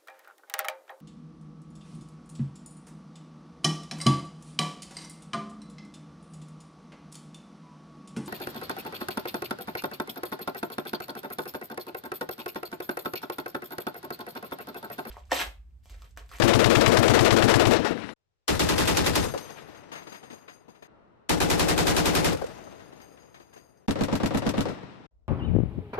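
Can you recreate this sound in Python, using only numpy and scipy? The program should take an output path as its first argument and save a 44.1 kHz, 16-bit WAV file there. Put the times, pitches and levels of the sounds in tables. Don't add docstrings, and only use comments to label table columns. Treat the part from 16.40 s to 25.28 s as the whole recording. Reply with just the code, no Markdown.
import sys
import numpy as np
from scipy import signal
from scipy.fft import rfft, irfft, next_fast_len
from scipy.io import wavfile
from scipy.ndimage import uniform_filter1d

SR = 44100
rng = np.random.default_rng(int(sys.argv[2]) if len(sys.argv) > 2 else 0)


def master_out(mix):
    frames = np.transpose(np.atleast_2d(mix))
    ceiling = np.clip(frames, -1, 1)
    pcm = np.round(ceiling * 32767).astype(np.int16)
    wavfile.write(sys.argv[1], SR, pcm)


def field_ratio(decibels):
    return 10 ** (np.asarray(decibels, dtype=float) / 20)


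N = 391608
STEP = 16
EDGES = 22 * 2 ** np.arange(0, 9.6, .5)

# start in seconds, end in seconds.
SPOT_TIMES = [
    (-.32, 1.739),
    (1.75, 4.473),
    (4.478, 7.467),
    (7.478, 8.668),
]


def at_hz(points, hz):
    table = np.array(points)
    return np.interp(np.log(hz), np.log(table[:, 0]), table[:, 1])


def one_pole(x, steps):
    return signal.lfilter([1], [1, -np.exp(-1 / max(steps, .01))], x + 1e-30)


def drift(count, steps):
    white = rng.standard_normal(count + 4000)
    slow = one_pole(one_pole(white, steps), steps)[4000:]
    return slow / slow.std()


def lowpass(x, hz):
    return signal.sosfilt(signal.butter(2, hz, fs=SR, output="sos"), x)


def bands(white):
    for k, (low, high) in enumerate(zip(EDGES, EDGES[1:])):
        band = signal.butter(2, [low, high], "band", fs=SR, output="sos")
        yield np.sqrt(low * high), signal.sosfilt(band, white[k % 2])


def stereo(mid, side, alike):
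    return np.sqrt((1 + alike) / 2) * mid + np.sqrt((1 - alike) / 2) * side * [[1], [-1]]


def coloured(count, spectrum, alike):
    white = rng.standard_normal((2, 2, count))
    out = sum(field_ratio(at_hz(spectrum, hz)) * stereo(*noise, alike) for hz, noise in bands(white))
    return out / out.std()


def ring(clicks, hz, t60):
    r, w = field_ratio(-60 / (t60 * SR)), 2 * np.pi * hz / SR
    return signal.lfilter([0, np.sin(w)], [1, -2 * r * np.cos(w), r * r], clicks + 1e-18)


def boom(booms, count, alike):
    click = np.arange(count) == 0
    rings = []
    for delay_s, hz, level_db, t60 in booms:
        knock = field_ratio(level_db) * lowpass(ring(click, hz, t60), 2.53 * hz)
        rings.append(np.roll(knock, round(delay_s * SR)))
    rings = np.array(rings)
    mixed_signs = rings[::2].sum(axis=0) - rings[1::2].sum(axis=0)
    return stereo(rings.sum(axis=0), mixed_signs, -alike) * [[1], [-1]]


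def arrivals(trains, paths, hz):
    power, rate = np.zeros(trains.shape), SR / STEP
    rise = 0.73 / hz * rate
    for delay_s, level_db, t60, centre_hz, narrowing_db in paths:
        lag, octaves = round(delay_s * rate), np.log2(hz / centre_hz)
        loss_db = 60 / t60 + 1.5 * (hz / 1000) ** 1.2
        fall = rate * 10 / np.log(10) / loss_db
        gain = field_ratio(2 * (level_db - abs(narrowing_db) * octaves ** 2))
        blur = 0.006 * lag + 1.2
        echo = one_pole(one_pole(trains, fall), blur) * (1 - np.exp(-1 / blur))
        power[:, lag:] += gain * echo[:, :power.shape[1] - lag]
    swelling = one_pole(power, rise) * (1 - np.exp(-1 / rise))
    return np.repeat(np.sqrt(swelling), STEP, axis=1)


def shaded(right, lead, bass_db, treble_db):
    size = next_fast_len(len(right))
    hz = np.arange(size // 2 + 1) * SR / size
    bass_loss_db = bass_db / (1 + (hz / 90) ** 2)
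    treble_loss_db = treble_db / (1 + (9000 / (hz + 1)) ** 2)
    turn = np.exp(2j * np.pi * hz * lead / SR)
    return irfft(rfft(right, size) * field_ratio(-bass_loss_db - treble_loss_db) * turn, size)[:len(right)]


# frequency in Hz, share alike in every shot.
REPEATS = [(100, 0.96), (400, 0.85), (1200, 0.45), (4000, 0.34), (12000, .05)]
# frequency in Hz, share of the bass likeness left.
WIDENING = [(300, 0.81), (1400, 0.55), (3500, 0.13), (15000, .01)]
# frequency in Hz, level in dB per Hz.
GRIT = [(30, -10.5), (500, 0), (2000, -8), (6000, -7.5), (15000, -18)]
# overdrive left and right in dB, ceiling left and right in dB.
OVERLOAD = [(12.5, 2.5, -13, -25.5), (17.5, 6.5, -20.5, -18), (16.5, 8.5, -20.5, -20), (13, 4, -20, -16.5)]
# bass likeness left-right, grit in dB, lumpiness of the echo in dB.
SPACES = [(-.95, -11, 3), (-0.61, -5, 3), (-0.59, -5.5, 2), (0.087, -21, 1)]
# lead in samples, bass loss in dB, treble loss in dB.
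RIGHT_SIDE = [(6.5, 2, 2.5), (9.0, 5.5, 2.5), (7.5, 5.5, 3), (-6.0, 1, 8.5)]
# delay in seconds, frequency in Hz, level in dB, t60 in seconds.
WALLS = [
    [(.139, 332, -8.5, 0.061), (.194, 415.6, -9.5, .04), (.254, 324, -10, 0.044), (.39, 288, -18.5, 0.063),
     (.438, 1610, -17.5, .004)],
    [(.185, 539, -13.5, 0.042), (.208, 460, -11.5, 0.055)],
    [(.176, 548, -11.5, 0.05), (.197, 496, -3.5, .045), (.17, 780, -19, 0.049), (.18, 430, -10.5, .05),
     (.088, 303, -5, 0.04)],
    [(.0755, 595, -18, 0.067), (.0755, 1164, -19.5, 0.044), (.203, 350, -25, 0.04), (.207, 900, -22, .02),
     (.26, 300, -26, .04), (.424, 300, -24, .03)],
]


def burst(spot, shots, paths, hulls, blast):
    start_s, end_s = SPOT_TIMES[spot]
    bass_alike, grit_db, lumpy_db = SPACES[spot]
    count = round((end_s - start_s) * SR) // STEP * STEP
    at = [round((s - start_s) * SR) for s, peak_db in shots]
    strength = field_ratio(.5 * (np.array(shots)[:, 1] + 14))
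    trains = np.zeros((2, count // STEP))
    trains[0, 0] = 1
    trains[1, np.array(at) // STEP] = strength ** 2
    single, fresh, total = 0, 0, 0
    lumps = drift(count // STEP, 23.0)
    for hz, noise in bands(rng.standard_normal((2, 4, count))):
        gain, same = field_ratio(at_hz(blast, hz)), at_hz(REPEATS, hz)
        alike = bass_alike * at_hz(WIDENING, hz)
        one, many = gain * arrivals(trains, paths, hz)
        band_lumps = 0.97 * lumps + 0.6 * drift(count // STEP, 29.0)
        many = many * np.repeat(field_ratio(lumpy_db * band_lumps), STEP)
        single = single + np.sqrt(same) * one * stereo(noise[0], noise[1], alike)
        fresh = fresh + np.sqrt(1 - same) * many * stereo(noise[2], noise[3], alike)
        total += gain ** 2 * hz / SR
    single = single / np.sqrt(total) + boom(hulls + WALLS[spot], count, bass_alike)
    fresh = fresh / np.sqrt(total)
    for i, size in zip(at, strength):
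        fresh[:, i:] += size * single[:, :count - i]

    drive, ceiling = field_ratio(np.reshape(OVERLOAD[spot], (2, 2, 1)))
    pressure = drive * fresh
    sound = ceiling * pressure / (1 + np.abs(pressure) ** 4.22) ** (1 / 4.27)
    excess = uniform_filter1d(np.tanh(.5 * np.abs(pressure)) ** 2, size=500, axis=1)
    sound = sound + ceiling * field_ratio(grit_db) * excess * coloured(count, GRIT, alike=0)
    sound = np.array([sound[0], shaded(sound[1], *RIGHT_SIDE[spot])])
    sound *= np.minimum(np.arange(count)[::-1] / 200, 1)
    out, first = np.zeros((2, N)), round(start_s * SR)
    out[:, max(first, 0):first + count] = sound[:, max(-first, 0):]
    return out


# time in seconds, peak in dB.
EARLIER_SHOTS = [(-.31, -16), (-.2, -22), (-.09, -10.5)]
SHOTS_1 = [(0.021, -15.5), (0.134, -14), (0.2424, -14.5), (0.3528, -19), (0.4614, -14.5), (0.5705, -15),
           (0.6801, -14.5), (0.7912, -15), (0.9061, -12.5), (1.0232, -15), (1.1392, -16.5), (1.2531, -17.5)]
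# delay in seconds, level in dB, t60 in seconds, centre in Hz, narrowing in dB per squared octave.
PATHS_1 = [(0, 2, 0.058, 1960, -3), (0.017, 4.5, 0.092, 240, 2), (.024, -18, .088, 1321, 7.5),
           (.058, 0.54, 0.18, 382, 0.7), (.055, -15, .02, 6500, 1.5), (.139, -10.5, 0.15, 150, 5),
           (.193, -10.5, 0.18, 1200, 1.4), (.254, -14.5, 0.29, 269, 5), (.03, -19, 1.77, 1800, 2.5),
           (0.14, -21.5, 1.9, 167, 7)]
# delay in seconds, frequency in Hz, level in dB, t60 in seconds.
HULLS_1 = [(.012, 122, 2, 0.089), (.06, 333.3, -3, 0.18), (.062, 449.8, -2, 0.096), (.064, 569, -3, 0.07)]
# frequency in Hz, level in dB per Hz.
BLAST_1 = [(15, -46), (25, -31.5), (59, -16), (112, 0), (167, -12.5), (213, -1.5), (271, -0.5), (438, 1),
           (1120, -11), (5010, -24), (15000, -30.5)]


def first_burst():
    return burst(0, EARLIER_SHOTS + SHOTS_1, PATHS_1, HULLS_1, BLAST_1)


# time in seconds, level in dB, settling in seconds.
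HEAPS = [(1.42, -50, 0.48), (2.801, -42, 0.11), (2.976, -49.5, .1), (5.87, -54, 0.12), (5.95, -61, 0.91)]


def heap_slides():
    t = np.arange(N) / SR
    return sum(field_ratio(level_db) * (t > s) * np.exp(-np.abs(t - s) / settle_s) for s, level_db, settle_s in HEAPS)


# frequency in Hz, level in dB.
LINKS = [
    [(5600, -84), (6700, -86), (7190, -82), (8200, -86), (8580, -90), (10430, -80), (10910, -82),
     (12355, -86), (12890, -92), (13830, -88), (14800, -90)],
    [(5980, -70), (6385, -68), (7180, -78), (8600, -74), (8760, -74), (10460, -77), (10700, -78),
     (11000, -78), (11340, -69), (11900, -76), (12380, -78), (12830, -79), (13830, -78), (14850, -79)],
    [(5630, -85), (6310, -80), (7190, -89), (8530, -88), (10450, -84), (10940, -87), (11220, -87),
     (12250, -90), (12830, -91), (13780, -88), (14100, -90)],
]
# start in seconds, end in seconds, left level in dB,
# right level in dB, t60 in seconds, spread of pitch as a share.
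LINK_SPOTS = [(1.3, 1.739, 59, 41, .15, .005), (2.78, 4.473, 57, 50, .22, .007),
              (5.85, 7.467, 68, 61, .15, .009)]


def links(slides):
    out = np.zeros((2, N))
    touches_per_s = 77
    for modes, (start_s, until_s, left_db, right_db, t60, spread) in zip(LINKS, LINK_SPOTS):
        near = slice(round(start_s * SR), round(until_s * SR))
        count = near.stop - near.start
        for hz, mode_db in modes:
            lumps = field_ratio(3.6 * drift(count // 441 + 1, 12.0))
            lumps = np.repeat(lumps, 441)[:count]
            gains = field_ratio([[mode_db + left_db], [mode_db + right_db]])
            for off, sign in zip(rng.normal(1, spread, size=3), [1, -1, 1]):
                sizes = field_ratio(3.4 * np.minimum(rng.exponential(1, count), 3))
                touches = sizes * (rng.random(count) < touches_per_s / 3 / SR)
                out[:, near] += gains * [[1], [sign]] * ring(touches * lumps * slides[near], hz * off, t60)
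        out[:, near] *= np.minimum(np.arange(count)[::-1] / 200, 1)
    return out


# start in seconds, end in seconds, level in dB, drift in dB
AIR = [
    (1.761, 2.024, -87, 7),
    (4.476, 4.831, -59, -13),
    (8.709, 8.88, -65, 9),
]
# frequency in Hz, level in dB per Hz.
AIR_COLOURS = [
    [(15, -30), (25, 3), (106, 3), (273, -16), (453, -3), (650, -10.5), (8000, -28.5), (10400, -49),
     (17600, -120)],
    [(15, -53), (25, -6), (242, -1), (536, -4.5), (590, -4), (682, -10), (980, -5), (8000, -57),
     (10400, -92), (17600, -120)],
    [(15, -34), (25, -19), (60, -7.5), (106, -30.5), (716, -42), (1970, -65.5), (8000, -73), (10400, -95.5),
     (17600, -120)],
]


def air():
    out = np.zeros((2, N))
    for (start_s, until_s, level_db, slope_db), colour in zip(AIR, AIR_COLOURS):
        i = np.arange(round(start_s * SR), min(round((until_s + .3) * SR), N))
        drift_db = slope_db * (np.minimum(i / SR, until_s) - start_s)
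        fade_db = -20 * np.maximum(i / SR - until_s, 0)
        gains = field_ratio(level_db + drift_db + fade_db + [[4], [1]])
        out[:, i] += gains * coloured(len(i), colour, alike=-0.1)
    return out


# time in seconds, peak in dB.
SHOTS_2 = [(2.08, -18.5), (2.1942, -13.5), (2.2886, -16.5), (2.3807, -15.5), (2.4755, -17), (2.5703, -16),
           (2.6616, -21.5), (2.7541, -16.5)]
# delay in seconds, level in dB, t60 in seconds, centre in Hz,
# narrowing in dB per squared octave.
PATHS_2 = [(0, -4, 0.16, 16000, 0.06), (0.009, -1.5, 0.18, 449, 0.6), (.012, -1, 0.37, 70, 1),
           (0.071, -18.5, 0.18, 573, 0.058), (.085, -23.5, 0.18, 4900, .5), (.185, -13, 0.14, 520, 4.2),
           (.222, -23.5, .059, 3000, .8), (.1, -38.5, 1.9, 2310, 0.14), (.2, -40, 6.04, 452, 0.7)]
# delay in seconds, frequency in Hz, level in dB, t60 in seconds.
HULLS_2 = [(0.01765, 66, -9, 0.12), (.042, 180, -8, 0.1), (.015, 380, -6, 0.14), (0.014, 500, -16, 0.11)]
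# frequency in Hz, level in dB per Hz.
BLAST_2 = [(15, -39), (25, -17.5), (69, -5.5), (128, -2.5), (270, -5.5), (390, -3), (450, -5.5), (691, -9),
           (856, -9), (6540, -22), (15000, -26)]


def second_burst():
    return burst(1, SHOTS_2, PATHS_2, HULLS_2, BLAST_2)


# time in seconds, peak in dB,
# thud minus peak in dB.
LANDINGS = [(3.09, -41, -3), (3.272, -48, 5), (3.345, -44.5, -23), (3.5158, -31.5, -2),
            (3.5515, -35.5, -16), (3.5782, -50, -11), (3.6194, -46.5, 7), (3.6683, -37.5, 3),
            (3.7197, -38, 2), (3.744, -42.5, -15), (3.8279, -41, 5), (3.9, -38.5, 3),
            (3.9256, -48.5, 12.5), (4.079, -39, -29), (4.28, -47.5, 9), (4.3464, -53, -7),
            (4.422, -42, 4),
            (6.2674, -56, 22), (6.3936, -49, -11), (6.5216, -45.5, 8), (6.5996, -45, 0),
              (6.7094, -62, -5), (6.769, -49.5, -5), (6.8193, -57, 2), (6.9416, -43, -6),
              (6.9989, -48.5, 7), (7.1284, -47.5, 1), (7.16, -46, 8)]
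# frequency in Hz, level in dB, t60 in seconds, spread among cases as a share.
BRASS = [(4850, -4, 0.13, 0.0118), (5730, -19, 0.14, 0.015), (6200, -8, 0.12, 0.017),
         (6440, -1.5, 0.17, 0.00695), (6760, -15, 0.12, .015), (8760, -11, 0.29, 0.012),
         (10620, -17.5, 0.19, 0.007), (11500, -13.5, 0.21, 0.0069), (11800, -12.5, 0.22, .012),
         (12900, -28, 0.13, .012), (14100, -19.5, 0.15, .015), (14840, -10, 0.2, .02)]
# frequency in Hz, level in dB per Hz.
CLATTER = [(60, -15), (200, 2.5), (700, 0.5), (2000, -5), (5000, -20.5), (14000, -34)]


def cases(slides):
    t, touches, thuds = np.arange(N) / SR, np.zeros(N), np.zeros(N)
    for s, peak_db, thud_db in LANDINGS:
        i = round(s * SR)
        touches[i], thuds[i] = field_ratio(peak_db), field_ratio(peak_db + thud_db - 1.5)
    rattle = one_pole(one_pole(touches, 0.029 * SR), 0.002 * SR) / (0.0025 * SR)
    thuds = one_pole(one_pole(thuds, 0.019 * SR), 0.0027 * SR) / (0.0045 * SR)
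    rolling = field_ratio(1.5) * slides + field_ratio(-20.5) * one_pole(touches, 0.096 * SR)
    sizes = field_ratio(3.7 * np.minimum(rng.exponential(1, N), 4)) * rng.choice([-1, 1], N)
    touching = rng.random(N) < 260 / SR
    clicks = sizes * touching * (field_ratio(-30.5) * rattle + field_ratio(-18.5) * rolling)

    dealt, rings = rng.integers(0, 7, N), np.zeros((2, N))
    near = slice(round(SPOT_TIMES[1][0] * SR) + SR, round(SPOT_TIMES[2][1] * SR))
    for hz, mode_db, t60, spread in BRASS:
        offsets = np.linspace(-1.5, 1.5, 7) + 0.316 * rng.standard_normal(7)
        for k, off in enumerate(offsets):
            gain = field_ratio(mode_db + 2.0 * rng.standard_normal())
            case = ring((clicks * (dealt == k))[near], hz * (1 + spread * off), t60)
            rings[:, near] += gain * case * [[1], [(-1) ** k]]

    noise = np.tile(coloured(N // 2, CLATTER, alike=-0.7), 2)
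    low = lowpass(noise, 1000)
    high = noise - low
    grain = field_ratio(1.1 * drift(N, 49.0))
    clatter = thuds * low / low.std() + field_ratio(-3.5) * rattle * grain * high / high.std()
    second_spot = t < SPOT_TIMES[1][1]
    third_spot = (t > SPOT_TIMES[2][0] + 1) & (t < SPOT_TIMES[2][1])
    return (clatter + rings) * field_ratio([[3], [-5]]) * (second_spot | third_spot)


# time in seconds, peak in dB.
SHOTS_3 = [(4.8935, -22), (5.003, -21.5), (5.1009, -20), (5.195, -20), (5.285, -23), (5.3778, -19.5),
           (5.4689, -19), (5.5653, -19.5), (5.656, -21.5), (5.751, -19.5), (5.845, -21.5)]
# delay in seconds, level in dB, t60 in seconds, centre in Hz,
# narrowing in dB per squared octave.
PATHS_3 = [(0, 2.5, 0.1, 1620, 0.1), (.01, 4.5, 0.18, 398, 0.52), (.02, -2, 0.35, 85, 1.6),
           (0.078, -17, 0.13, 352, 0.14), (0.086, -16.5, 0.072, 4030, .27), (0.172, -14.5, .08, 618, 4),
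           (.22, -24, .05, 3000, .8), (.13, -32, 2.54, 330, 0.33), (.2, -44, 7.4, 344, 0.44)]
# delay in seconds, frequency in Hz, level in dB, t60 in seconds.
HULLS_3 = [(0.01393, 65.4, -3.5, 0.22), (0.0149, 147, -7.5, 0.33), (.03, 305, -3.5, 0.19),
           (0.0191, 197, -17, 0.22)]
# frequency in Hz, level in dB per Hz.
BLAST_3 = [(15, -42), (25, -17), (66, -5), (170, -2.5), (215, -5.5), (301, -4.5), (383, -3.5), (543, -5.5),
           (1000, -11.5), (4380, -23.5), (15000, -27.5)]


def third_burst():
    return burst(2, SHOTS_3, PATHS_3, HULLS_3, BLAST_3)


# time in seconds, peak in dB.
SHOTS_4 = [(7.481, -21.5), (7.6086, -22), (7.7263, -22), (7.8323, -21), (7.946, -23), (8.064, -22),
           (8.1793, -21)]
# delay in seconds, level in dB, t60 in seconds, centre in Hz,
# narrowing in dB per squared octave.
PATHS_4 = [(.0003, 2, 0.097, 600, 0.22), (0.026, 4, 0.091, 25000, 0.38), (0.031, -8, 0.074, 290, 0.19),
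           (.0745, -7.5, 0.17, 730, 0.8), (.106, -11.5, 0.24, 1300, 0.72), (.092, -18, .06, 3100, 12),
           (0.25, -16.5, 0.047, 480, 1.1), (0.14, -26, 0.09, 300, 0.97), (0.059, -23, 1.68, 180, 4.7),
           (.0041, -22, 3.1, 1900, 2.8)]
# delay in seconds, frequency in Hz, level in dB, t60 in seconds.
HULLS_4 = [(0.00041, 278, -2.5, 0.15), (0.00026, 208.7, 5, 0.077), (0.00067, 127.8, -7.5, 0.13),
           (0.0061, 48, -1, 0.055)]
# frequency in Hz, level in dB per Hz.
BLAST_4 = [(15, -42), (25, -8), (167, -1), (207, -2), (278, -7), (344, -3), (501, -8), (1860, -25.5),
           (2240, -28), (4260, -32.5), (15000, -45)]


def fourth_burst():
    return burst(3, SHOTS_4, PATHS_4, HULLS_4, BLAST_4)


def scene():
    slides = heap_slides()
    guns = first_burst() + second_burst() + third_burst() + fourth_burst()
    return guns + links(slides) + air() + cases(slides)


def band_limit(x):
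    return signal.sosfilt(signal.butter(12, 16320, fs=SR, output="sos"), x)


def record(dry):
    presence = signal.butter(1, [2500, 7000], "band", fs=SR, output="sos")
    mix = dry + .5 * signal.sosfilt(presence, dry)
    mix = signal.sosfilt(signal.butter(1, 18, "high", fs=SR, output="sos"), mix)
    mix = signal.sosfilt(signal.cheby2(10, 50, 15700, fs=SR, output="sos"), mix)
    return band_limit(mix)


dry = scene()
out = record(dry)
master_out(out)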